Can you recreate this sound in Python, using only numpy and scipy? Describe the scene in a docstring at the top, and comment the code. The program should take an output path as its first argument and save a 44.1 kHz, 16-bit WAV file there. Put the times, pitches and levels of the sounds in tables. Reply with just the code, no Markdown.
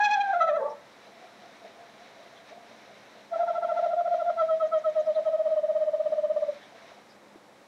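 """Small owl at night

A wavering whinny slides down into a growl, then a long trill of soft hoots slows and quickens again.
The owl's syrinx sings a nearly pure tone that gains overtones when pressed; nearby surfaces colour
and echo it. A far animal calls faintly over a quiet hiss, with light ticks and two small knocks.
A limiter flattens the loudest notes."""
import sys
import numpy as np
from scipy import signal
from scipy.fft import rfft, irfft, next_fast_len
from scipy.io import wavfile
from scipy.ndimage import uniform_filter1d, minimum_filter1d, map_coordinates

SR = 44100
rng = np.random.default_rng(int(sys.argv[2]) if len(sys.argv) > 2 else 0)


def materialize(psi):
    """Save the field psi as 16-bit PCM at rate SR to the path in sys.argv[1].

    A 1-D psi becomes a single channel; in a 2-D psi each row is a channel.
    """
    bounded = np.clip(np.atleast_2d(psi).T, -1, 1)
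    quanta = np.round(bounded * 32767).astype(np.int16)
    wavfile.write(sys.argv[1], SR, quanta)


N = 338247
TIME = np.arange(N) / SR


def amp(db):
    """Decibels to gain."""
    return 10 ** (np.asarray(db) / 20)


def along(points, hz):
    """Read (frequency, value) points on a log frequency axis."""
    freqs, values = np.transpose(points)
    return np.interp(np.log(hz + 1), np.log(freqs), values)


def curves(rows):
    """One value per sample for each column after the time."""
    times, *columns = np.transpose(rows)
    return [np.interp(TIME, times, column) for column in columns]


def wobble(rate):
    """A smooth random curve, rate knots a second."""
    knots = rng.standard_normal(int(N * rate / SR) + 4)
    return map_coordinates(knots, [TIME * rate])


def filtered(x, response):
    """Filter x by a complex response of frequency."""
    size = next_fast_len(N + SR // 2)
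    return irfft(rfft(x, size) * response(np.fft.rfftfreq(size, 1 / SR)), size)[:N]


def noise(response):
    """Coloured noise of rms 1."""
    x = filtered(rng.standard_normal(N), response)
    return x / np.sqrt(np.mean(x ** 2) + 1e-20)


def band(centre_hz, half_width_hz, slope=4):
    """Noise of rms 1 in one resonance."""
    return noise(lambda hz: 1 / (1 + (np.abs(hz - centre_hz) / half_width_hz) ** slope))


# Dark bed of night air: (frequency [Hz], relative level [dB])
AIR_SPECTRUM = [(18, -56.5), (30, -40), (126, -11), (173, -11), (270, -8), (443, -5.5), (546, -2.5),
                (897, -7.5), (970, -8), (1200, -12), (1870, -15.5), (2690, -22), (3780, -24), (7260, -28.5),
                (15500, -42.5)]
# Colour of the brighter hiss: (frequency [Hz], relative level [dB])
HISS_SPECTRUM = [(300, -16.5), (800, 2.5), (1500, 3.5), (2200, 5.5), (2750, -2.5), (3400, -2), (3900, 3),
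                 (4500, -7), (5000, -7), (5700, -5.5), (6600, -13.5), (8000, -39.5), (12000, -42.5)]
# The hiss comes and goes: (time [s], level [dB])
HISS_FADES = [(0, -48), (.6, -65.5), (.9, -57.5), (2.4, -57), (4.5, -57.5), (5.8, -60.5), (6.45, -59),
              (6.63, -55), (6.9, -56), (7.15, -64.5), (7.67, -66)]
# Hum and whine: (centre [Hz], half width [Hz], level [dB])
HUM_BANDS = [(203.4, 2.5, -69.5), (227.3, 8.1, -69.5), (295.4, 9.7, -72), (11150, 240, -86.5)]
def background(air_db=-55.5, drift_db=1.3):
    """Still air, a drifting hiss and faint narrow hums."""
    air = amp(air_db) * noise(lambda hz: amp(along(AIR_SPECTRUM, hz)))
    hiss_db = curves(HISS_FADES)[0] + drift_db * wobble(18)
    hiss = amp(hiss_db) * noise(lambda hz: amp(along(HISS_SPECTRUM, hz)))
    hum = sum(amp(db) * band(hz, half_width, slope=2) for hz, half_width, db in HUM_BANDS)
    return air + hiss + hum


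# Faint high ticks and rustles, and thin whistles near 6.3 kHz riding on the slow hoots: (time [s], length [s],
# centre [Hz], level [dB])
TICK_BURSTS = [(0.709, 0.028, 5470, -62.5), (2.378, 0.044, 3330, -58.5), (4.674, 0.014, 6280, -63),
               (4.791, 0.018, 6320, -61.5), (4.901, 0.014, 6500, -64), (5.005, .02, 6300, -61.5),
               (5.066, 0.021, 5320, -62.5), (5.155, 0.029, 3830, -53.5), (6.626, 0.039, 1770, -53.5),
               (6.636, 0.045, 3300, -58), (7.113, 0.046, 5000, -64)]
def ticks(width_share=0.088):
    """Brief soft bursts of narrow noise."""
    return sum(amp(db) * np.exp(-(2 * (TIME - s) / length) ** 2) * band(hz, width_share * hz)
               for s, length, hz, db in TICK_BURSTS)


# Distant wash under the far calls: (time [s], level [dB])
MURMUR_FADES = [(.7, -73), (1.2, -57.5), (1.8, -59), (2.2, -59), (2.6, -60.5), (3.2, -63.5), (6.9, -61.5),
                (7.2, -90)]
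def murmur(centre_hz=682, half_width_hz=36, swing_db=2):
    """A narrow band of noise, like far echoes running together."""
    return amp(curves(MURMUR_FADES)[0] + swing_db * wobble(8)) * band(centre_hz, half_width_hz)


# The far animal's cues: (middle time [s], length [s], relative level [dB], pitch [Hz])
FAR_CALLS = [(1.094, 0.035, -66, 675), (1.235, 0.061, -57, 725), (1.442, 0.085, -60.5, 735),
             (1.655, 0.026, -50.5, 695), (1.803, 0.071, -58.5, 690), (2.192, 0.088, -65, 610),
             (2.526, 0.019, -51.5, 700), (2.582, 0.022, -53.5, 695), (2.723, .07, -64.5, 660),
             (2.916, 0.027, -58, 670), (3.173, .1, -63, 690), (6.762, 0.12, -62, 690),
             (6.983, 0.024, -57.5, 690)]
def far_calls(arch=0.043, roughness=0.0576, lower_db=-10):
    """Short hoarse calls that arch in pitch, with a softer partial a fifth below."""
    out, unsteady = np.zeros(N), wobble(180)
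    offsets = np.arange(-(SR // 6), SR // 6)
    for s, length, db, hz in FAR_CALLS:
        at = round(s * SR) + offsets
        position = np.clip(2 * offsets / SR / length, -4, 4)
        pitch_hz = hz * (1 - arch * position ** 2 + roughness * unsteady[at])
        phase = 2 * np.pi * np.cumsum(pitch_hz) / SR
        tone = np.sin(phase) + amp(lower_db) * np.sin(phase * 2 / 3)
        out[at] += amp(db) * np.exp(-position ** 2) * tone
    return out


# Two small knocks: (time [s], relative level [dB], ring [Hz], tick against the ring [dB])
KNOCK_HITS = [(6.917, -33.5, 667, -14), (7.357, -33, 338, -26.5)]
def knocks(ring_t60=0.031, tick_t60=0.042, tick_hz=1800, attack_s=0.00091, trim_db=-3):
    """Each knock is a damped ring with a dull tick."""
    out = np.zeros(N)
    dull_noise = noise(lambda hz: hz / (hz + 400) / (1 + (hz / tick_hz) ** 4))
    t = np.arange(SR // 8) / SR
    onset = 1 - np.exp(-t / attack_s)
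    for s, db, hz, tick_db in KNOCK_HITS:
        at = round(s * SR) + np.arange(len(t))
        ring = np.sin(2 * np.pi * hz * t) * amp(-60 * t / ring_t60)
        tick = amp(tick_db - 60 * t / tick_t60) * dull_noise[at]
        out[at] += amp(db + trim_db) * onset * (ring + tick)
    return out


# Reverb decay of the yard: (frequency [Hz], time to fall 60 dB [s])
YARD_DECAY = [(200, 0.3), (700, 0.37), (2000, 1), (8000, 0.013)]
def yard_reverb(x, predelay_s=.014):
    """A diffuse tail: the upper mids linger and the top dies first."""
    hz, t, spectrum = signal.stft(rng.standard_normal(SR // 2), SR, nperseg=256)
    decay = amp(-60 * t / along(YARD_DECAY, hz)[:, None])
    tail = signal.istft(spectrum * decay, SR, nperseg=256)[1]
    delayed = np.pad(x, (int(predelay_s * SR), 0))
    return signal.fftconvolve(delayed, tail / np.linalg.norm(tail))[:N]


# Early reflections off nearby surfaces: (delay [s], gain [ratio])
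ECHO_TAPS = [(.00257, .665), (.00495, .562), (.00693, 1.013), (.00776, 1.013), (.01695, .191),
             (.03145, .124), (.03731, .22), (.0481, .082), (.07198, .047), (.07924, .09)]
# Resonances of the surroundings that ring on: (centre [Hz], width [Hz], gain [dB])
RESONANCES = [(702.8, 6.4, 4.5), (1260, 45, 2.5), (1470, 20, -7.5), (1650, 23, 7)]
def nearby_surfaces(x):
    """Direct sound, reflections and resonances cancel or reinforce as the pitch moves."""
    def response(hz):
        echoes = sum(gain * np.exp(-2j * np.pi * hz * delay) for delay, gain in ECHO_TAPS)
        rings = sum(amp(db) * 1j * hz * width / (centre ** 2 - hz ** 2 + 1j * hz * width)
                    for centre, width, db in RESONANCES)
        return 1 + echoes + rings
    return filtered(x, response)


def pop(t, centre_hz=950, length_s=.0008):
    """A tiny soft pop at t = 0."""
    return np.cos(2 * np.pi * centre_hz * t) * np.exp(-(t / length_s) ** 2)


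def second_voice(waver, pitch_hz=877):
    """The other side of the syrinx: an unsteady higher tone, independent of the main pitch."""
    return np.sin(2 * np.pi * np.cumsum(pitch_hz * (1 + waver * wobble(150))) / SR)


def syrinx(phase, pitch_hz, octave_gain, upper_db, colour):
    """A nearly pure tone with its octave and upper harmonics shaped by a colour curve."""
    upper = sum(amp(along(colour, k * pitch_hz)) * np.sin(k * phase) for k in range(3, 12))
    return np.sin(phase) + octave_gain * np.sin(2 * phase) + amp(upper_db) * upper


def beak(pitch_hz, centre_hz=1326, half_width_hz=33):
    """Gain of the octave as it slides through a resonance of the beak."""
    return 1 / (1 + ((2 * pitch_hz - centre_hz) / half_width_hz) ** 4)


# The cry's gesture: (time [s], pitch [Hz], level [dB], octave [dB], upper drive [dB], growl [0-1])
WHINNY_GESTURE = [(0.0, 838.5, -14.5, -12, 11.5, 0.0), (0.049, 831, -26.5, -7.5, 13, 0.07),
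                  (0.086, 814, -25, -10, 5.5, 0.0), (0.096, 831, -17.5, -24, 1.5, 0.0),
                  (0.136, 833, -23.5, -6.5, 15.4, 0.02), (0.181, 786, -27.5, -18.5, 1, 0.0),
                  (0.215, 806, -22, -18.5, 4.5, 0.07), (0.259, 804, -36.0, -1.5, 8, 0.17),
                  (0.28, 754, -28.5, -17, 5, 0.29), (0.327, 822, -26, -10, -5, 0.08),
                  (0.337, 680.4, -23, -10.5, 3.5, 0.3), (0.378, 716, -29.5, -16.5, -3, 0),
                  (0.411, 652, -22, -3.2, 6.5, 0.25), (0.454, 658, -19.5, -20.5, -10, 0.2),
                  (0.487, 653.3, -21.5, -11, 0.5, 0.35), (0.501, 597, -22.5, -26, -1, 0.23),
                  (0.52, 579.4, -22.5, -25, -13, 0.1), (0.561, 679.0, -25, -9.5, 3, 0.0),
                  (0.571, 617.0, -17, -27.0, -13, 0), (0.6, 508.0, -33.5, -20, -28, 0.5),
                  (0.625, 560, -24, -22, -32, 0.63), (0.65, 576, -26, -25, -21, 0.3),
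                  (0.68, 557, -30, -18.5, -27, 0.77), (0.72, 577, -35.5, -23, -28, 0.57),
                  (0.77, 560.0, -51, -11, -22.0, 0.5)]
# Throat colour on the upper harmonics and husk: (frequency [Hz], gain [dB])
WHINNY_THROAT = [(1500, 3.5), (1950, -24.5), (2200, -38.5), (2500, -36.5), (2800, -45.5), (3250, -40),
                 (3600, -43.5), (4050, -41), (4600, -59), (5500, -63.5), (5950, -51.5), (6800, -64.5),
                 (7800, -70.5), (9500, -100)]
# Shrill accents: (middle time [s], length [s], upper boost [dB])
SHRILL_FLASHES = [(0.049, 0.031, 16.5), (0.11, 0.017, 14), (0.136, 0.024, 10.5), (0.21, 0.013, 16),
                  (.42, 0.023, 5.5)]
# Second voice in the growl: (time [s], level against the main tone [dB])
GROWL_SECOND_VOICE = [(.57, -46), (.61, -10.5), (.65, -23), (.68, -9), (.74, -8)]
# The voice cracks as it jumps down: (time [s], level [dB])
VOICE_CRACKS = [(0.327, -42.5), (.42, -40), (0.514, -44), (.565, -39)]
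def whinny(waver_hz=11.6, speedup_hz_per_s=10.6, crest_s=.052, waver_depth=0.012, dip_db=3,
           shimmer_db=2, husk_db=-29, husk_hz=2400, attack_s=.003, end_s=.775, release_s=.05):
    """A falling cry with a quickening waver; it cracks midway, then roughens into a growl."""
    pitch_hz, db, octave_db, upper_db, growl = curves(WHINNY_GESTURE)
    t = TIME - crest_s
    waver = np.cos(2 * np.pi * (waver_hz * t + speedup_hz_per_s * t ** 2 / 2))
    dip = dip_db * ((1 - waver) / 2) ** 4  # fainter in each trough
    jitter = (0.0039 + 0.037 * growl) * wobble(170)
    rasp = (0.002 + 0.0025 * growl) * wobble(700)
    pitch_hz = pitch_hz * (1 + waver_depth * waver + jitter + rasp)
    phase = 2 * np.pi * np.cumsum(pitch_hz) / SR
    flash_db = sum(boost * np.exp(-(2 * (TIME - s) / length) ** 4)
                   for s, length, boost in SHRILL_FLASHES)
    upper_db = upper_db + shimmer_db * wobble(250.4) + flash_db
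    voice = syrinx(phase, pitch_hz, amp(octave_db), upper_db, WHINNY_THROAT)
    voice += amp(curves(GROWL_SECOND_VOICE)[0]) * second_voice(waver=0.0099)
    breath = noise(lambda hz: amp(along(WHINNY_THROAT, hz)) / (1 + (husk_hz / (hz + 1)) ** 10))
    husk = growl * amp(husk_db + upper_db) * breath
    flutter = 1 + growl * wobble(200)
    gate = np.clip(np.minimum(TIME / attack_s, (end_s - TIME) / release_s), 0, 1)
    cracks = sum(amp(crack_db) * pop(TIME - s) for s, crack_db in VOICE_CRACKS)
    return gate * amp(db - dip) * (voice * flutter + husk) + cracks


# Second voice at the onset of the early hoots: (time [s], level against the hoot [dB])
HOOT_SECOND_VOICE = [(3.33, -42), (3.41, -25.5), (3.5, -30), (3.82, -30.5), (3.92, -58), (4.4, -37.5),
                     (4.6, -47)]
# Shape of the hoots' pitch drop along the trill:
# (time [s], half the drop [share of pitch], half its duration [s], softening before it [dB])
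PITCH_DROPS = [(3.35, 0.024, 0.0029, 6.5), (3.9, 0.048, 0.0025, 4), (4.29, 0.052, 0.0032, 9.5),
               (4.45, 0.015, 0.0047, -0.2), (4.9, 0.025, 0.015, 2), (5.3, 0.019, 0.0052, 9),
               (5.8, 0.015, 0.0072, 8.5), (6.5, 0.0047, 0.0044, 14.5)]
# A soft click and brief noise burst near 950 Hz in each hoot: (time [s], level against the hoot [dB])
HOOT_CLICKS = [(3.35, -43), (3.9, -41.5), (4.29, -34), (4.5, -31), (5, -34.5), (5.3, -34.5), (5.6, -38),
               (5.9, -37.5), (6.5, -39)]
# Colour of the faint buzzy upper harmonics on the hoots: (frequency [Hz], gain [dB])
HOOT_BUZZ = [(1700, -31.5), (1900, -35), (2050, -43.5), (2200, -48.5), (2550, -56.5), (2850, -49),
             (3200, -39.5), (3550, -52), (3900, -51.5), (4400, -57.5), (6000, -67.5), (6400, -71),
             (7000, -78)]
# One row a hoot:
# (middle time [s], length [s], relative level [dB], pitch [Hz], drop after middle [s], pressing [dB])
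HOOT_NOTES = [(3.344, 0.041, -13.5, 658.2, 0.014, -24.5), (3.413, 0.04, -13.5, 665, 0.014, -18),
              (3.49, 0.034, -15, 658.2, 0.0087, -13.5), (3.564, 0.043, -17, 651.7, 0.013, -17),
              (3.635, 0.031, -15, 656, 0.0085, -12.5), (3.706, 0.045, -16, 651.2, 0.0093, -15),
              (3.78, 0.045, -15.5, 649, 0.011, -16.5), (3.849, 0.043, -14.5, 648.7, 0.011, -20),
              (3.922, 0.059, -20, 651, 0.0084, -15), (3.989, 0.045, -16.5, 657.3, 0.016, -14),
              (4.064, 0.031, -15, 649.4, 0.0096, -19), (4.127, 0.049, -14, 657, 0.013, -18.5),
              (4.206, 0.034, -14, 646, 0.012, -19), (4.28, 0.051, -13.5, 654.4, 0.017, -12.0),
              (4.407, 0.064, -16, 652, 0.0083, -12.5), (4.522, 0.054, -17.0, 642.2, -0.013, -18),
              (4.642, 0.06, -16.5, 638.0, -0.016, -16.5), (4.76, 0.063, -13.5, 642, -0.015, -19.5),
              (4.88, 0.054, -16, 635.4, -0.014, -17), (4.988, 0.05, -11.5, 634, -0.02, -31),
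              (5.091, 0.049, -14, 628.6, -0.0086, -32), (5.178, 0.038, -11.0, 622.7, 0.0036, -29),
              (5.274, 0.034, -11.0, 628, 0.00011, -25.5), (5.346, 0.035, -14.5, 636.4, -0.01, -28.5),
              (5.397, 0.051, -15.0, 628, -0.00013, -31), (5.466, 0.025, -12, 623, -0.0026, -29),
              (5.527, 0.051, -18, 636.4, -0.014, -35), (5.578, 0.035, -12.5, 625.5, -0.0085, -34),
              (5.642, 0.03, -17, 621.6, -0.0081, -29.5), (5.7, 0.027, -12.5, 620, -0.0021, -33),
              (5.762, 0.027, -11, 623.5, -0.0014, -30), (5.822, 0.032, -13, 625, -0.004, -37.5),
              (5.882, 0.028, -16, 619, -0.0045, -34), (5.943, 0.022, -13.5, 620, -0.0061, -31),
              (6.006, 0.021, -16, 618.4, -0.0091, -32.5), (6.066, 0.019, -15, 617, -0.0081, -32),
              (6.129, 0.02, -14.5, 621, -0.0081, -34.0), (6.186, 0.029, -17.5, 617, -0.0076, -29),
              (6.243, 0.028, -12.5, 615, -0.0038, -29.5), (6.308, 0.025, -15.5, 615, -0.0092, -34.0),
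              (6.37, 0.018, -14, 608, -0.0091, -31), (6.428, 0.019, -13, 604.5, -0.0035, -30),
              (6.486, 0.031, -17.5, 594, -0.00061, -46)]
def trill(lead_s=0.026, attack_s=0.0078, press_lead_s=0.02, press_length_s=0.018, bite_db=-22,
          upper_bite_db=11.5, burst_s=0.0065, trim_db=0.58):
    """Each hoot swells, is pressed, drops in pitch with a soft click, and fades."""
    out = np.zeros(N)
    second = second_voice(waver=0.035) + amp(-14) * band(1600, 390)  # with a little husk
    second *= amp(curves(HOOT_SECOND_VOICE)[0])
    unsteady = 0.0089 * wobble(220) + 0.00075 * wobble(1200)
    burst = amp(-4) * band(930, 210)
    shapes = np.transpose(curves(PITCH_DROPS) + curves(HOOT_CLICKS))
    half = SR // 10
    offsets = np.arange(-half, half)
    t = offsets / SR
    for s, length, db, hz, drop_at, press_db in HOOT_NOTES:
        at = round(s * SR) + offsets
        drop, drop_s, soften_db, click_db = shapes[at[half]]
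        position = np.clip(2 * t / length, -3, 3)
        since_drop = t - drop_at
        dropped = np.tanh(since_drop / drop_s)  # -1 before the drop, 1 after it
        # the tone starts once the pressure passes a threshold
        gate = np.sin(np.pi / 2 * np.clip((t + lead_s + .34 * length) / attack_s, 0, 1))
        steepness = np.where(position < 0, 2.5, 2.62)  # rise, fall
        swell = np.exp(-np.abs(position) ** steepness) * amp(soften_db * (dropped - 1) / 2)
        pitch_hz = hz * (1 + 0.0035 * position ** 2 - drop * dropped)
        phase = 2 * np.pi * np.cumsum(pitch_hz * (1 + unsteady[at])) / SR
        pressed = beak(pitch_hz) * np.exp(-((since_drop + press_lead_s) / press_length_s) ** 2)
        octave = amp(-28.5 + 0.22 * press_db) * swell
        flare = amp(press_db) * pressed / (swell + amp(bite_db))  # bites before the tone has swelled
        upper_db = 1 + 0.31 * press_db + upper_bite_db * pressed
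        tone = swell * syrinx(phase - phase[half], pitch_hz, octave + flare, upper_db, HOOT_BUZZ)
        tone += second[at] * np.exp(-2 * (position + 1) ** 2)
        click = pop(since_drop) + burst[at] * np.exp(-(since_drop / burst_s) ** 2)
        out[at] += amp(db + trim_db) * (gate * tone + amp(click_db) * click)
    return out


def scene(cry_send_db=-16, hoot_send_db=-26, far_direct_db=10):
    """Mono mix: the owl close by, the far animal with more reverb, the night bed underneath."""
    cry, hoots, far = whinny(), trill(), far_calls()
    reverb = yard_reverb(amp(cry_send_db) * cry + amp(hoot_send_db) * hoots + far)
    owl = nearby_surfaces(cry + hoots)
    return (owl + reverb + amp(far_direct_db) * far + murmur() + knocks() + ticks() + background())[None]


def record(dry, ceiling_db=-19, sense_s=.0016, hold_s=0.0011, attack_s=0.001,
           bass_hz=350, split_hz=1080, top_hz=15700):
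    """A fast limiter on the lower midrange, then a steep high cut."""
    low = filtered(dry[0], lambda hz: 1 / (1 + (hz / split_hz) ** 12))
    level = np.sqrt(2 * np.abs(uniform_filter1d(low ** 2, int(sense_s * SR) + 1)) + 1e-12)
    needed = minimum_filter1d(np.minimum(1, amp(ceiling_db) / level), int(hold_s * SR) + 1)
    gain = uniform_filter1d(needed, int(attack_s * SR) + 1)
    excess = filtered(low * (1 - gain), lambda hz: 1 - 1 / (1 + (hz / bass_hz) ** 6))  # spares the bass
    return filtered(dry[0] - excess, lambda hz: hz < top_hz)[None]


dry = scene()
out = record(dry)
materialize(out)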